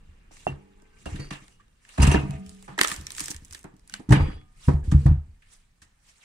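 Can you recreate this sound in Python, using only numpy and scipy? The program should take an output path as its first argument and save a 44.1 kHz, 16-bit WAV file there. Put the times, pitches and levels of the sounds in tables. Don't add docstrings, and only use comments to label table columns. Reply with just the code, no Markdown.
import sys
import numpy as np
from scipy import signal
from scipy.io import wavfile

SR = 44100
rng = np.random.default_rng(int(sys.argv[2]) if len(sys.argv) > 2 else 0)


def file_out(sig):
    cols = np.atleast_2d(sig).T
    lim = np.clip(cols, -1, 1)
    pcm = np.round(lim * 32767).astype(np.int16)
    wavfile.write(sys.argv[1], SR, pcm)


def amplitude_ratio(level_db):
    exponent = np.asarray(level_db, float) / 20
    return 10 ** exponent


N = 275184
SLOW = np.arange(N // 40 + 2) * 40 / SR


def at_hz(points, hz):
    table = np.array(points)
    return np.interp(np.log(hz), np.log(table[:, 0]), table[:, 1])


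def smooth(control):
    return np.interp(np.arange(N) / SR, SLOW, control)


def drift(rate):
    r = np.exp(-80 * np.pi * rate / SR)
    settle = 2000
    noise = rng.standard_normal(len(SLOW) + settle)
    slow = signal.lfilter([1], [1, -2 * r, r * r], noise)[settle:]
    return slow / slow.std()


def clicks(times, gains):
    out = np.full(N, 1e-18)
    np.add.at(out, (np.asarray(times) * SR).astype(int), gains)
    return out


def ring(x, hz, t60):
    r = amplitude_ratio(-60 / (t60 * SR))
    w = 2 * np.pi * hz / SR
    return signal.lfilter([0, np.sin(w)], [1, -2 * r * np.cos(w), r * r], x)


def band(x, low, high):
    return signal.sosfilt(signal.butter(2, [low, high], "band", fs=SR, output="sos"), x)


# pitch_hz, level_db
LEAN = [(200, -0.5), (380, -1.5), (700, -4), (1300, -3.5), (2400, 0.5), (4400, -1.5), (8000, -3),
        (15000, -6)]


def lean(hz):
    return amplitude_ratio(at_hz(LEAN, hz) * np.array([[.5], [-.5]]))


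# pitch_hz, likeness (1 is identical)
LIKENESS = [(60, 1), (150, 0.93), (380, -0.13), (950, 0.036), (2380, 0.013), (5980, 0.22), (15000, -0.63)]


def ports(mid, side, hz):
    alike = np.clip(at_hz(LIKENESS, hz), -.99, .99)
    return np.sqrt((1 + alike) / 2) * mid + np.sqrt((1 - alike) / 2) * side * [[1], [-1]]


def struck(hits, modes, contact_s):
    push = np.hanning(int(contact_s * SR) + 3)
    start_s, blow_db = np.transpose(hits)
    blows = np.convolve(clicks(start_s, -amplitude_ratio(blow_db)), push / push.sum())[:N]
    return sum(amplitude_ratio(mode_db) * ring(blows, hz, t60) for hz, mode_db, t60 in modes)


# pitch_hz, level_db, t60_s
FRAME = [
    [(44, -10, 0.081), (74.6, -4.5, 0.19)],
    [(141.5, 2.5, 0.19)],
    [(197.2, -4.5, 0.082), (264.4, -8.5, 0.1), (302.5, -6, 0.16), (405, -16, 0.063)],
]
# start_s, level_db
SWAY_BLOWS = [(0.089, -37), (.518, -28.5), (1.061, -25.5), (1.122, -18.5), (1.144, -27), (1.995, -1.5),
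              (2.026, -1), (2.074, -1), (2.143, -11), (2.174, -13), (2.337, -24.5), (2.469, -36),
              (2.98, -27.5), (3.346, -29.5), (3.417, -45), (3.506, -37.5), (4.199, -5.5), (4.221, -7.5),
              (4.283, -22), (4.345, -27), (4.675, -7.5), (4.738, -6.5), (4.795, -20), (4.877, -10),
              (4.944, 1), (5.054, -6), (5.085, -1.5), (5.108, -6), (5.169, -12), (5.284, -32),
              (5.818, -49.5)]
# start_s, level_db
TABLE_BLOWS = [(0.49, -28.5), (0.52, -33.5), (1.061, -41), (1.143, -34.5), (1.194, -28.5), (1.318, -37),
               (1.984, -18), (1.998, -37.5), (2.027, -15.5), (2.073, -8.5), (2.173, -19.5), (2.231, -26.5),
               (2.293, -23.5), (2.336, -32), (2.69, -39), (3.012, -41), (3.212, -42.5), (3.42, -52.5),
               (3.643, -46.5), (4.09, -22.5), (4.105, -5.5), (4.122, -3.5), (4.166, -14), (4.223, -23.5),
               (4.678, -11), (4.738, -15.5), (4.92, -15.5), (4.945, -7.5), (5.003, -29), (5.056, -7),
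               (5.11, -12.5)]
# start_s, level_db
LOG_BLOWS = [(.467, -22.5), (1.06, -24.5), (1.144, -23), (1.194, -27), (1.313, -24.5), (1.996, -9.5),
             (2.027, -16), (2.074, -10.5), (2.142, -4), (2.173, -25), (2.232, -23), (2.809, -24.5),
             (2.918, -30.5), (2.999, -34), (3.209, -37), (3.421, -43), (2.341, -30), (2.489, -44),
             (5.82, -51.5), (1.42, -41), (3.302, -34.5), (3.646, -32.5), (3.737, -38.5), (3.994, -32.5),
             (4.088, -11.5), (4.105, -6.5), (4.122, 0.5), (4.163, -12.5), (4.198, -13.5), (4.283, -21.5),
             (4.68, -11.5), (4.707, -18.5), (4.877, -26.5), (4.922, -9), (5.056, -13.5), (5.111, -20)]


def frame():
    bodies = zip([SWAY_BLOWS, TABLE_BLOWS, LOG_BLOWS], FRAME)
    body = sum(struck(blows, modes, 0.004) for blows, modes in bodies)
    small_capsule = signal.butter(3, 48, "high", fs=SR, output="sos")
    body = signal.sosfilt(small_capsule, body)
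    earlier_later = np.array([[-1], [1]])
    return body + 7.1 * np.gradient(body) * earlier_later


# pitch_hz, level_db, t60_s
BEAM = [(899, -22, 0.45), (947, 2, 0.2), (1109, -22, 0.41), (1222, -25, 0.92), (1513, -21.5, 0.38),
        (1809, -20, 0.36), (1950, -28, 1.0), (2150, -23.5, 0.7), (2550, -6, 0.37), (2735, -24, 0.42),
        (2920, -20, 0.29), (3354, -36.5, 1.0)]
# pitch_hz, level_db, t60_s
TABLE_TOP = [(420, -4, .2), (517, -6, .16), (818, -4, .15), (960, -5, .12), (1130, -8, .14),
             (1264, -9, .14), (1464, -9, .12), (1561, -7, .12), (1755, -11, .1), (2440, -12, .07)]
# start_s, level_db
BEAM_BLOWS = [(1.982, -39), (2.019, -31.5), (2.07, -36.5), (2.108, -34), (2.146, -30), (2.18, -37),
              (2.31, -48)]
# start_s, level_db
TABLE_TOP_BLOWS = [(4.09, -46), (4.108, -36.5), (4.123, -26.5), (4.2, -35.5), (4.683, -38), (4.92, -42),
                   (5.06, -42)]


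def drops():
    most_cycles = 800
    out = np.zeros((2, N))
    for blows, modes in [(BEAM_BLOWS, BEAM), (TABLE_TOP_BLOWS, TABLE_TOP)]:
        start_s, blow_db = np.transpose(blows)
        count = len(start_s)
        for hz, mode_db, t60 in modes:
            for side in range(2):
                chance_db = 2.5 * rng.standard_normal(count)
                gains = amplitude_ratio(blow_db + mode_db + chance_db) * rng.choice([-1, 1], count)
                tone = ring(clicks(start_s, gains), hz, min(t60, most_cycles / hz))
                out[side] += tone * lean(hz)[side]
    return out


# start_s, pitch_hz, level_db, rings_for_s
STEEL_RINGS = [(3.926, 200, -44.5, 0.064), (0.551, 196.3, -52.5, 0.28), (0.552, 392, -61, 0.6),
               (0.56, 437, -63, 0.7), (.56, 290, -62, .5), (.8, 1548, -68, .24), (.93, 1551, -66, .12),
               (.96, 1170, -69, .09), (.6, 830, -68, .44), (1.45, 2400, -69, .08),
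               (1.197, 4400, -47, 0.076), (1.198, 1890, -54, 0.11), (1.198, 4720, -47, 0.12),
               (1.4, 2150, -66, 0.12), (1.5, 2870, -67, 0.11), (2.3, 753, -47, 0.083),
               (2.15, 950, -41, 0.13), (2.2, 657, -51, 0.32), (2.2, 423, -48, 0.45),
               (2.25, 1222, -61, 0.32), (2.249, 193.3, -29.5, 0.095), (2.381, 191, -32, .12),
               (2.518, 191.5, -43, 0.19), (2.719, 189, -42, 0.07), (4.2, 820, -34, 0.048),
               (4.129, 4770, -50, .24), (4.128, 3364, -50, 0.27), (4.38, 3364, -68, .09),
               (4.197, 299, -46, 0.24), (4.298, 1222, -63.5, .35)]
# start_s, pitch_hz, level_db, t60_s
WOOD_POCKS = [(.468, 717, -10.5, 0.0176), (.472, 2750, -30, 0.15), (.501, 2765, -51, 0.12),
              (1.064, 2765, -36.5, 0.074), (4.684, 270, -18, .06), (4.684, 960, -26, .06),
              (2.145, 1750, -14, 0.024), (2.145, 340, -9, 0.053), (2.79, 2100, -12, 0.014),
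              (2.811, 390, -18.5, 0.024), (2.846, 410, -24, 0.017), (2.8125, 1930, -3, 0.018),
              (4.135, 1500, -23, 0.066), (1.598, 1165, -47, .07), (5.062, 800, -36, .068),
              (3.645, 300, -42, 0.1), (3.9395, 1550, -26, .025), (3.939, 3000, -29, .02),
              (2.8335, 1900, -16, .014), (2.8465, 1300, -16, .025), (1.057, 1650, -38, .03),
              (1.983, 680, -26, .04), (4.001, 270, -34, .06), (2.04, 210, -14, .1), (4.69, 250, -22, .08),
              (3.549, 1700, -38, .03)]
# start_s, pitch_hz, level_db, t60_s
JOLTS = [(2.024, 2770, -24, .09), (2.021, 9300, -27, .07), (2.024, 7550, -29, .06),
         (2.016, 4850, -31, .09), (2.069, 7550, -26, .05), (2.069, 9300, -31, .06),
         (2.071, 2770, -30, .07), (2.114, 2760, -20, .12), (2.118, 6050, -29, .08),
         (2.115, 9300, -33, .09), (2.165, 2780, -33, .15), (2.778, 1850, -29, .12),
         (2.35, 750, -56, .7), (2.33, 660, -46, .2), (4.36, 750, -64, .6), (3.208, 300, -41, .1),
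         (4.205, 900, -34, .1), (3.3, 300, -41, .08), (1.19, 330, -38, .12), (4.12, 2900, -26, .04),
         (2.03, 1900, -30, .06), (2.108, 960, -26, .05), (2.016, 850, -28, .05),
         (1.981, 1700, -32, .04), (3.897, 1500, -46, .05), (3.922, 2850, -47, .05),
         (3.96, 2900, -46, .08), (2.915, 1200, -30, .06), (4.435, 2300, -73, .3),
         (4.205, 2700, -42, .06), (1.195, 1950, -48, .08), (4.83, 1650, -56, .08),
         (4.917, 1000, -40, .06), (3.995, 1150, -52, .04)]


def steel():
    rows = [(s, hz, db, 4.2 * lasts, lasts, .004) for s, hz, db, lasts in STEEL_RINGS]
    rows += [(s, hz, db, t60, 0.21 * t60, 0.012 * t60) for s, hz, db, t60 in WOOD_POCKS]
    rows += [(s, hz, db, t60, 0.37 * t60, 0.00083) for s, hz, db, t60 in JOLTS]
    waver = smooth(drift(45))
    out = np.zeros((2, N))
    for s, hz, level_db, t60, lasts, attack in rows:
        turns, place = rng.random(2)
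        start = int(s * SR)
        t = np.arange(min(int((lasts + 0.069) * SR), N - start)) / SR
        damped_db = 350 * np.maximum(t - lasts, 0)
        shape = amplitude_ratio(level_db - 60 * t / t60 - damped_db) * (1 - np.exp(-t / attack))
        depth = .35 if lasts < .15 else .15
        unsteady = 1 + depth * waver[int(place * (N - len(t))):][:len(t)]
        rattle_rad = .1 * hz / 1000 if hz > 2000 and lasts < .1 else 0
        rattle = rattle_rad * np.resize(waver[int(place * N / 2)::5], len(t))
        apart = np.arccos(np.clip(at_hz(LIKENESS, hz), -1, 1))
        phase = 2 * np.pi * (hz * t + turns) + rattle + apart * np.array([[0], [1]])
        out[:, start:start + len(t)] += shape * unsteady * np.sin(phase) * lean(hz)
    return out


# start_s, middle_db, low_db, high_db
KNOCKS = [(0.467, -37, -27.5, -64), (1.055, -35.5, -32.5, -44), (1.155, -34, -71, -51.5),
          (1.195, -41, -51, -53), (1.3043, -24.5, -39.5, -42.5), (1.599, -52, -73, -79),
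          (1.9756, -25, -23.5, -43), (2.003, -41.5, -33, -53), (2.017, -47.5, -21, -27.5),
          (2.026, -18, -43, -26), (2.067, -33, -25.5, -28.5), (2.1123, -25, -28.5, -32),
          (2.138, -36, -18, -41), (2.677, -33.5, -40.5, -59.5), (3.6396, -40.5, -41, -72),
          (3.9934, -75, -43, -64), (4.089, -35.5, -47, -45), (4.105, -30.5, -16.5, -36),
          (4.1199, -10, -23, -26), (4.6816, -29, -20, -60), (4.913, -29, -35, -39),
          (5.0588, -31.5, -27, -44.5), (5.419, -39, -103, -71), (5.816, -47, -66.5, -49.5)]
# start_s, middle_db, low_db, high_db
SNAPS = [(0.3078, -53, -42, -76), (0.82, -76, -47.5, -54.5), (1.8491, -30, -107, -61),
         (1.8898, -36.5, -82, -49), (2.3073, -40, -69, -36.5), (2.493, -41, -68, -38),
         (2.6247, -43, -51, -41), (2.778, -29, -25.5, -33), (2.7879, -4, -36, -24.5),
         (2.79, -5, -24.5, -28.5), (2.812, 0.5, -19, -6.5), (2.833, -16, -63, -16),
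         (2.846, -4.5, -28, -24.5), (2.873, -35, -60, -19), (2.9147, -15, -38, -29.5),
         (3.0671, -26, -53, -23), (3.1036, -24, -59, -31), (3.1807, -18.5, -45, -27.5),
         (3.1946, -19, -46, -23.5), (3.204, -24, -43, -20.5), (3.2574, -43, -65, -24),
         (3.2813, -20.5, -41, -24.5), (3.304, -55, -49, -22.5), (3.313, -29, -40.5, -26.5),
         (3.344, -28, -85, -37.5), (3.448, -80, -61, -38.5), (3.525, -34, -52, -32.5),
         (3.547, -24.5, -62, -32.5), (3.8963, -39.5, -57.5, -35.5), (3.9384, -17, -46.5, -25)]
# start_s, middle_db, high_db
TICKS = [(2.4622, -43, -41.5), (2.547, -62, -54), (2.5914, -55, -59), (2.8082, -8.5, -32),
         (2.843, -24, -19), (2.881, -28, -21), (2.8995, -30, -31), (2.924, -46, -27), (2.9405, -38, -37),
         (2.9617, -36, -29), (3.011, -48, -39), (3.034, -55, -57), (3.1185, -47, -29.5), (3.149, -25, -38),
         (3.1994, -27, -45), (3.2115, -36, -30.5), (3.3079, -36, -26), (3.363, -36, -33.5),
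         (3.4812, -64, -51), (3.5088, -38, -38), (3.5909, -67, -42), (3.629, -67.5, -45),
         (3.765, -70.5, -54), (3.7945, -60, -54), (3.8757, -60, -42), (3.9232, -50.5, -44.5),
         (2.89, -35, -28), (2.918, -35, -28), (3.048, -59, -56), (3.165, -36, -43), (3.24, -51, -30),
         (3.4525, -55, -46), (3.532, -47, -34), (3.641, -63, -45), (2.828, -29.5, -31), (3.61, -63, -53)]


def impacts():
    rows = [row + (0.041, 0.0021) for row in KNOCKS]
    rows += [row + (0.0081, 0.00045) for row in SNAPS]
    rows += [(s, middle, -90.5, high, 0.0077, 0.00045) for s, middle, high in TICKS]
    start_s, middle_db, low_db, high_db, t60, attack = np.transpose(rows)
    top_db = high_db - 300 * t60
    zones_db = np.array([low_db + 13.0, middle_db - 10.5, high_db + 6.5, top_db + 13.0])
    t = np.arange(int(.1 * SR)) / SR
    rise = (1 - np.exp(-t / attack[:, None])) ** 2
    return (start_s * SR).astype(int), zones_db, amplitude_ratio(-60 * t / t60[:, None]) * rise


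# pitch_hz, level_db (per Hz)
SNAP_COLOUR = [(180, -40), (300, -5), (511, -18.5), (624, -18.5), (814, -12.5), (900, -11), (1460, -9.5),
               (1900, -5.5), (2930, -10.5), (9240, -22.5), (15000, -47.5), (16000, -42)]


def burst_gate(hits, hz, zone):
    starts, zones_db, bursts = hits
    peak_db = [np.interp(zone, np.arange(4), levels_db) for levels_db in zones_db.T]
    own_db = 2.2 * rng.standard_normal(len(starts))
    peaks = amplitude_ratio(np.array(peak_db) + at_hz(SNAP_COLOUR, hz) + own_db)
    length = bursts.shape[1]
    gate = np.zeros(N + length)
    for start, peak, burst in zip(starts, peaks, bursts):
        gate[start:start + length] += peak * burst
    return gate[:N]


# pitch_hz, t60_s
SHED_T60 = [(300, 0.34), (1500, 0.31), (5000, 0.074), (14000, 0.097)]


def shed_tail(gate, hz):
    fade = amplitude_ratio(-60 / (at_hz(SHED_T60, hz) * SR))
    return signal.lfilter([amplitude_ratio(-16.5) * 0.0046], [1, -fade], gate)


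# start_s, held_s, low_rub_db, high_rub_db
GRINDS = [(.315, .17, -60, -56.5), (.47, 0.04, -47, -83), (1.07, 0.18, -47, -55.5),
          (1.325, 0.0074, -36, -46.5), (2.0, 0.16, -25.5, -43), (2.69, 0.034, -46.5, -67),
          (2.785, 0.15, -38, -38), (3.945, 0.02, -52.5, -60.5), (3.65, 0.016, -64.5, -99),
          (4.125, 0.043, -27, -46), (4.69, .02, -49.5, -58.5), (4.84, 0.21, -57, -57.5),
          (4.925, 0.013, -53.5, -74), (5.07, 0.049, -52.5, -72), (5.825, 0.0077, -63, -63.5)]
# start_s, held_s, low_rub_db, high_rub_db
STROKES = [(.01, 1, -66, -113), (1.02, 0.007, -64, -61), (1.42, 0.095, -63, -66), (1.9, 0.15, -50.5, -55),
           (2.2, 0.16, -47.5, -61), (2.47, 0.19, -63, -59), (3.0, 0.23, -54, -57.5),
           (3.19, 0.11, -50, -40.5), (3.42, 0.046, -70, -70), (3.55, 0.0032, -51.5, -50),
           (3.94, 0.0085, -51, -53.5), (4.2, 0.11, -39, -61.5), (4.64, 0.04, -50.5, -49),
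           (5.53, 0.006, -58, -55), (6.09, 0.0094, -60, -56.5), (6.23, .015, -55.5, -59.5)]


def rubbing():
    out = amplitude_ratio(np.array([-72, -79]))[:, None]
    for rows, rise, fall in [(GRINDS, 6500, 290), (STROKES, 270, 237)]:
        for start_s, held_s, *levels_db in rows:
            before_db = rise * np.maximum(start_s - SLOW, 0)
            after_db = fall * np.maximum(SLOW - start_s - held_s, 0)
            out = out + amplitude_ratio(np.array(levels_db)[:, None] - before_db - after_db)
    return 20 * np.log10(out)


# start_s, effort_db
HANDLING = [(0.0, -51.5), (.95, -56.5), (1.2, -36), (1.44, -55), (1.95, -61.5), (2.15, -35.5), (2.45, -53),
            (2.7, -54), (3.0, -46.5), (3.55, -54), (4.05, -55.5), (4.2, -28.5), (4.5, -53.5), (4.66, -52),
            (4.95, -27.5), (5.2, -44), (5.4, -58.5), (6.24, -64.5)]


def effort():
    start_s, effort_db = np.transpose(HANDLING)
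    return np.interp(SLOW, start_s, effort_db)


def dragging():
    on_table_db = -13 * (SLOW > 4.4)
    return -52.5 + 1.5 * (effort() + 42) + on_table_db


def grain():
    catches = np.minimum(rng.exponential(1, N), 6) * (rng.random(N) < .04)
    rough = smooth(amplitude_ratio(0.38 * drift(71))) * amplitude_ratio(2.8 * catches)
    four_a_second = rng.random(N) < 4 / SR
    pops = amplitude_ratio(5.0 * np.minimum(rng.exponential(1, N), 4)) * four_a_second
    return rough * (1 + signal.lfilter([.9], [1, -.98], pops))


# pitch_hz, level_db (per Hz)
RUB_COLOUR = [(150, -31.5), (250, -10.5), (1120, -2.5), (1790, -8), (1980, 2), (3900, 0), (8550, 0.5),
              (14700, -33), (16000, -40)]


def rub_gate(low_rub, high_rub, drag, hz, zone):
    bright = np.clip(zone - 1, 0, 1)
    rub_db = (1 - bright) * (low_rub + 3) + bright * (high_rub + 0.54)
    rub_db = rub_db + at_hz(RUB_COLOUR, hz) + 2.9 * drift(27)
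    tearing_db = 8 * ((SLOW > 2.775) & (SLOW < 3.6)) * (hz > 11000)
    return smooth(amplitude_ratio(rub_db + tearing_db) + amplitude_ratio(drag + 14.5) * (hz < 520))


# pitch_hz, level_db (per Hz)
AIR = [(120, -30), (200, -1.5), (245, -6.5), (590, -11.5), (1740, -12.5), (4270, -17.5), (9230, -20.5),
       (14600, -27.5), (16000, -45)]


def wood_and_air():
    hits, (low_rub, high_rub), drag, rough = impacts(), rubbing(), dragging(), grain()
    white = rng.standard_normal((2, 2, N))
    edges = 200 * 2 ** np.arange(0, 6.4, 1 / 3)
    out = 0
    for k, (low, high) in enumerate(zip(edges, edges[1:])):
        hz = np.sqrt(low * high)
        zone = np.interp(np.log(hz), np.log([700, 2000, 6000, 9500, 12000]), [0, 1, 2, 2, 3])
        gate = burst_gate(hits, hz, zone)
        rub = rub_gate(low_rub, high_rub, drag, hz, zone)
        air = amplitude_ratio(-71.5 + 11.0 + at_hz(AIR, hz))
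        shaken = white[k % 2] * (13.2 * gate + 14.9 * shed_tail(gate, hz) + rub * rough + air)
        out = out + lean(hz) * ports(*band(shaken, low, high), hz)
    return out


# pitch_hz,
# width_hz, level_db
WOOD = [(627, 13, -21), (819, 28, -14), (930, 11, -4), (1250, 220, -10.5), (1595, 220, -10),
        (1784, 160, 0.5), (8700, 2100, -4), (15200, 1800, 3.5)]
# pitch_hz, width_hz, level_db
RIBS = [(2770, 45, 3), (6050, 90, -1), (7500, 140, -1), (9300, 160, -1)]


def woody(x):
    on_wedge = np.arange(N) < 2.4 * SR
    touching = x * on_wedge + 1e-18
    out = 0.8 * x
    for rows, shake in [(WOOD, x), (RIBS, touching)]:
        for hz, width_hz, level_db in rows:
            r = np.exp(-np.pi * width_hz / SR)
            poles = [1, -2 * r * np.cos(2 * np.pi * hz / SR), r * r]
            out = out + amplitude_ratio(level_db) * signal.lfilter([(1 - r * r) / 2, 0, (r * r - 1) / 2], poles, shake)
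    return out


# pitch_hz, level_db (per Hz)
RUMBLE = [(20, 7), (45, 0), (90, -10.5), (140, -7.5), (220, -15)]


def handling():
    effort_db = effort()
    edges = 18 * 2 ** np.arange(0, 4, .6)
    white = rng.standard_normal((2, 2, N + 9000))
    out = 0
    for k, (low, high) in enumerate(zip(edges, edges[1:])):
        hz = np.sqrt(low * high)
        gain = smooth(amplitude_ratio(effort_db + 20.5 + at_hz(RUMBLE, hz) + 1.0 * drift(11)))
        out = out + gain * ports(*band(white[k % 2], low, high)[:, -N:], hz)
    return out


def scene():
    return frame() + drops() + steel() + woody(wood_and_air()) + handling()


def low_pass(x):
    return signal.sosfilt(signal.butter(12, 16290, fs=SR, output="sos"), x)


def record(dry):
    rounded = 1.576 * np.tanh(dry / 1.537)
    cut = signal.cheby2(10, 50, 16600, fs=SR, output="sos")
    mix = signal.sosfilt(cut, rounded)
    return low_pass(mix)


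dry = scene()
out = record(dry)
file_out(out)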